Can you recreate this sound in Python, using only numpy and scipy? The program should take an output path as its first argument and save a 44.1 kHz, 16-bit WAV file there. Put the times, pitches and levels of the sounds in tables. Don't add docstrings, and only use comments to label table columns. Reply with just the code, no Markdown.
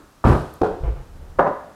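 import sys
import numpy as np
from scipy import signal
from scipy.fft import rfft, irfft
from scipy.io import wavfile
from scipy.ndimage import uniform_filter1d

SR = 44100
rng = np.random.default_rng(int(sys.argv[2]) if len(sys.argv) > 2 else 0)


def unload_wav(signal):
    wavfile.write(
        sys.argv[1],
        SR,
        np.round(np.clip(np.atleast_2d(signal).T, -1, 1) * 32767).astype(np.int16),
    )


def attenuation_scalar(level_db):
    decades = np.asarray(level_db, float) / 20
    return 10 ** decades


N = 77175

DETUNE = 0.012
FAVOUR_DB, FAVOUR_OCTAVES = 6.5, 0.2
SQUARE, LOOSE, SKEWED = 0.15, 1.0, 1.8


def contacts(rows, modes, crack, level_db, crack_db, crack_t60, rise_s, crack_rise_s, stray=LOOSE):
    out = np.zeros(N)
    t = np.arange(SR // 3) / SR
    hz, t60, db = np.transpose(modes)[:, :, None]
    modes_rms = np.sqrt((attenuation_scalar(db) ** 2).sum())
    for s, peak_db, *spot_hz in rows:
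        near_db = 0
        for f in spot_hz:
            near_db = near_db + FAVOUR_DB * np.exp(-(np.log2(hz / f) / FAVOUR_OCTAVES) ** 2)
        mix_stray, pitch_stray, phase_stray = stray * rng.standard_normal((3, len(modes), 1))
        envelope = attenuation_scalar(db + near_db + 2 * mix_stray - 60 * t / t60)
        phase = 2 * np.pi * hz * (1 + DETUNE * pitch_stray) * t + 0.7 * phase_stray
        ring = (envelope * np.sin(phase)).sum(0) / modes_rms / 2
        ring = ring * (1 - np.exp(-t / rise_s)) ** 2
        snap = coloured(rng.standard_normal(len(t)), crack) * attenuation_scalar(crack_db - 60 * t / crack_t60)
        snap = snap * (1 - np.exp(-t / crack_rise_s)) ** 2
        add(out, s, attenuation_scalar(peak_db + level_db) * (ring + snap))
    return out


# t/s, level/dB, favoured f/Hz (some)
LANDING_HITS = [
    (.24, -7.5, 1100),
    (.254, -11),
    (.262, -9.5),
    (.281, -12.5),
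    (.298, -13.5),
    (.318, -10.5),
    (.345, -16),
    (0.44, -27.5),
]
# f/Hz, t60/s, level/dB
LANDING_RING = [(362, 0.07, -12), (426, 0.13, -4.5), (497, 0.046, -2.5), (601, 0.038, 2), (728, 0.043, 2),
                (942, 0.032, 0.5), (1219, 0.035, -0.5), (1551, 0.065, -14)]
# f/Hz, level/dB per Hz
LANDING_SNAP = [(300, 5), (1000, -2.5), (1500, -7.5), (2100, -25.5), (4000, -33), (6500, -41),
                (9500, -39.5), (15500, -58)]


def landing():
    hits = contacts(LANDING_HITS, LANDING_RING, LANDING_SNAP, level_db=5.03, crack_db=-5.5,
                    crack_t60=0.086, rise_s=0.00068, crack_rise_s=0.0045)
    return room(hits, -2.9)


# t/s, level/dB, favoured f/Hz (some)
THUD_BLOWS = [
    (.247, -14),
    (.25, -2.5, 82),
    (.268, -4.5, 210),
    (.287, -5),
    (.302, -5.5, 76),
    (.323, -7, 120),
    (.343, -8, 170),
    (.375, -17.5),
    (.405, -24),
]
# f/Hz, t60/s, level/dB
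THUD_RING = [(49, 0.069, -13), (75.2, 0.15, -1), (98.9, 0.068, -4), (121.4, 0.18, 0), (159.6, 0.32, -14),
             (208.3, 0.086, -0.5), (283.7, 0.092, -5.5)]


def thud():
    blows = contacts(THUD_BLOWS, THUD_RING, BUMP_SNAP, level_db=4.97, crack_db=-17.0,
                     crack_t60=0.1, rise_s=0.0011, crack_rise_s=0.0028)
    return room(blows, -13.5)


# t/s, level/dB
CLAP_HITS = [
    (1.3875, -9.5),
    (1.391, 1.5),
]
# t/s, level/dB, favoured f/Hz
CLAP_CHATTER = [
    (1.3965, -7, 694),
    (1.405, -8, 700),
    (1.424, -12, 852),
    (1.443, -15, 970),
    (1.456, -16.5, 545),
    (1.465, -11.5, 563),
    (1.4735, -12.5, 690),
    (1.489, -19.5, 1200),
    (1.505, -25.5, 1320),
]
# f/Hz, t60/s, level/dB
CLAP_RING = [(88, 0.091, -18), (166.3, 0.31, -20), (328, 0.022, -28), (456, 0.032, -17.5),
             (543.5, 0.097, -1), (597, 0.089, -6), (682, 0.054, 1), (752, 0.08, -14.5), (821, 0.067, -7),
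             (936, 0.056, -10.5), (1017.6, 0.064, 1), (1202, 0.06, -8.5), (1493, 0.083, -16.5),
             (1793, 0.055, -19.5)]
# f/Hz, level/dB per Hz
CLAP_SNAP = [(300, 3.5), (543, -1), (1020, 1.5), (1700, -10), (2400, -29), (3600, -38), (9500, -53.5),
             (15500, -70)]


def clap():
    hits = contacts(CLAP_HITS, CLAP_RING, CLAP_SNAP, level_db=4.3, crack_db=-10.5,
                    crack_t60=0.037, rise_s=0.00045, crack_rise_s=0.0018, stray=SQUARE)
    chatter = contacts(CLAP_CHATTER, CLAP_RING, CLAP_SNAP, level_db=3.98, crack_db=-6,
                       crack_t60=0.052, rise_s=0.00077, crack_rise_s=0.0018, stray=SKEWED)
    return room(hits, -7.5) + room(chatter, -5)


# t/s, level/dB
KNOCK_HITS = [
    (.6125, -21),
    (.6157, 2),
]
# t/s, level/dB, favoured f/Hz
KNOCK_RATTLE = [
    (.641, -9, 520),
    (.631, -8, 300),
    (.66, -9.5, 305),
    (.678, -23, 364),
    (0.63, -13.5, 540),
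    (.648, -17, 440),
    (0.64, -18, 480),
    (0.88, -27.5, 690),
]
# f/Hz, t60/s, level/dB
KNOCK_RING = [(75.6, 0.067, -16.5), (104, 0.047, -11), (183.3, 0.19, -18), (309, 0.047, -5.5),
              (356.4, 0.064, -4.5), (453, 0.066, 0), (496, 0.053, -4), (581, 0.033, -9), (660, 0.056, -34),
              (773, 0.033, -2.5), (990, 0.022, -10), (1346, 0.032, -22.5), (1680, 0.023, -36)]
# f/Hz, level/dB per Hz
KNOCK_SNAP = [(300, -16.5), (461, 8.5), (800, -15.5), (1400, -11.5), (2000, -30.5), (4000, -38),
              (9500, -51), (15500, -63.5)]


def knock():
    hits = contacts(KNOCK_HITS, KNOCK_RING, KNOCK_SNAP, level_db=4.06, crack_db=-12.5,
                    crack_t60=0.024, rise_s=0.00067, crack_rise_s=0.0005, stray=SQUARE)
    rattle = contacts(KNOCK_RATTLE, KNOCK_RING, KNOCK_SNAP, level_db=5.45, crack_db=-9,
                      crack_t60=0.059, rise_s=0.0013, crack_rise_s=0.0023, stray=SKEWED)
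    return room(hits, -6) + room(rattle, -3)


# t/s, level/dB, favoured f/Hz (some)
BUMP_HITS = [
    (.833, -17, 54),
    (.852, -23.5, 54),
    (.872, -27.5),
    (1, -35),
    (0.96, -26),
    (0.99, -31.5),
    (1.2, -40),
]
# f/Hz, t60/s, level/dB
BUMP_RING = [(34.7, 0.11, 6.5), (55.8, .12, 7.5), (80.5, 0.087, 0.5), (113.2, 0.24, 0), (380, 0.063, -6),
             (474, 0.095, -10), (510, 0.032, -12), (780, .06, -37), (1070, .05, -37)]
# f/Hz, level/dB per Hz
BUMP_SNAP = [(300, 0), (700, -3), (1500, -12), (3000, -26), (6000, -45), (15500, -60)]


def bump():
    hits = contacts(BUMP_HITS, BUMP_RING, BUMP_SNAP, level_db=6.15, crack_db=-21.5,
                    crack_t60=0.096, rise_s=0.0023, crack_rise_s=0.0031, stray=SQUARE)
    return room(hits, 4.65)


# t/s, level/dB
CREEP_SHIFTS = [(.685, -37), (.705, -20), (.803, -16), (1.09, -30.5), (1.115, -26.5), (1.15, -25),
                (1.19, -25), (1.218, -21), (1.26, -27), (1.295, -24), (1.32, -36), (1.35, -25),
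                (1.375, -22)]
# f/Hz, t60/s, level/dB
CREEP_RING = [(28, 0.13, -0.5), (40, 0.11, -8.5), (62, 0.15, -3.5), (100, .08, -47), (158.4, 0.088, -11),
              (458, 0.13, -25.5), (1080, 0.046, -37)]


def creep():
    shifts = contacts(CREEP_SHIFTS, CREEP_RING, BUMP_SNAP, level_db=6.0, crack_db=-20.0,
                      crack_t60=0.23, rise_s=0.0054, crack_rise_s=0.036)
    return room(shifts, -8)


# t/s, level/dB, favoured f/Hz
SETTLE_TOUCHES = [
    (1.63, -44, 247),
    (1.668, -36.5, 380),
    (1.7, -41.5, 220),
]


def settle():
    modes = THUD_RING[5:] + LANDING_RING[:3]
    touches = contacts(SETTLE_TOUCHES, modes, BUMP_SNAP, level_db=4.5, crack_db=-9.5,
                       crack_t60=0.11, rise_s=0.003, crack_rise_s=0.0029)
    return room(touches, -6)


# f/Hz, level/dB per Hz
SCUFF_COLOUR = [(2500, -3), (4500, 2), (7000, -5.5), (9200, -2.5), (11000, -8), (13500, -9), (15500, -21)]


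def scuff():
    start_s, level_db, rise_s, t60 = 0.265, -45.5, 0.003, 1
    out = np.zeros(N)
    t = np.arange(SR // 2) / SR
    grain = attenuation_scalar(1.3 * evened(uniform_filter1d(rng.standard_normal(len(t)), size=150)))
    shape = (1 - np.exp(-t / rise_s)) ** 2 * attenuation_scalar(level_db - 60 * t / t60)
    add(out, start_s, shape * grain * coloured(rng.standard_normal(len(t)), SCUFF_COLOUR))
    return out


# t/s, level/dB, f/Hz
GRIT_TICKS = [
    (.2445, -62, 11400),
    (.2687, -49, 8600),
    (.283, -37, 5900),
    (0.5388, -37, 10900),
    (0.557, -49, 7600),
    (0.619, -61.5, 4800),
    (1.391, -43, 4000),
    (1.398, -57, 3430),
]


def grit():
    out = np.zeros(N)
    t = np.arange(300) / SR
    for s, db, hz in GRIT_TICKS:
        band = [(hz / 2, -22), (hz * 0.85, 0), (hz * 1.15, 0), (hz * 1.5, -10)]
        add(out, s, attenuation_scalar(db - 60 * t / 0.007) * coloured(rng.standard_normal(300), band))
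    return room(out, -12)


# f/Hz, t60/s
ROOM_DECAY = [(60, 0.57), (250, 0.49), (700, 0.6), (1500, 0.61), (4000, 1), (10000, 0.53)]


def room(x, wet_db):
    early_s, early_db, early_fade_s = 0.093, 1.5, 0.008
    taps = np.zeros(SR)
    at = np.arange(200, SR - 20, 20)
    taps[at + rng.integers(0, 20, len(at))] = rng.choice([-1., 1.], len(at))
    hz, t, bands = signal.stft(taps, SR, nperseg=512)
    bands = bands * attenuation_scalar(-60 * t / read(ROOM_DECAY, hz)[:, None])
    tail = signal.istft(bands, SR, nperseg=512)[1][:SR]
    past_early = np.minimum((np.arange(SR) / SR - early_s) / early_fade_s, 50)
    tail = tail * attenuation_scalar(early_db / (1 + np.exp(past_early)))
    return x + attenuation_scalar(wet_db) * signal.fftconvolve(x, tail / np.linalg.norm(tail))[:N]


# f/Hz, level/dB per Hz
AIR_COLOUR = [(20, -3), (60, 2), (190, -6), (400, -11), (1300, -12), (2100, -22), (6000, -25), (15600, -32)]


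def air():
    air_db, earlier_db, earlier_t60 = -52.5, -48, 0.55
    t = np.arange(N) / SR
    ring_colour = [(200, 2.0), (320, 5), (800, -9.0), (1400, -1.5), (2000, -17.5), (5000, -34.5)]
    ring = coloured(rng.standard_normal(N), ring_colour) * attenuation_scalar(earlier_db - 60 * t / earlier_t60)
    return attenuation_scalar(air_db) * coloured(rng.standard_normal(N), AIR_COLOUR) + ring


def read(points, hz):
    f, value = np.transpose(points)
    return np.interp(np.log(hz + 1), np.log(f + 1), value)


def evened(x):
    return x / np.sqrt(np.mean(x ** 2) + 1e-20)


def coloured(x, points):
    hz = np.fft.rfftfreq(len(x), 1 / SR)
    low_cut = np.minimum(hz / points[0][0], 1) ** 2
    return evened(irfft(rfft(x) * attenuation_scalar(read(points, hz)) * low_cut, len(x)))


def add(mix, s, sound):
    part = mix[round(s * SR):][:len(sound)]
    part += sound[:len(part)]


def scene():
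    slabs = landing() + thud() + clap() + knock() + bump() + creep() + settle()
    return (slabs + scuff() + grit() + air())[None]


def roll_off(x):
    return signal.sosfilt(signal.butter(12, 15770, fs=SR, output="sos"), x)


def record(dry):
    band = signal.butter(2, [18, 15300], "band", fs=SR, output="sos")
    heard = signal.sosfilt(band, dry)
    held = 1.3 * np.tanh(heard / 1.3)
    return roll_off(held)


dry = scene()
out = record(dry)
unload_wav(out)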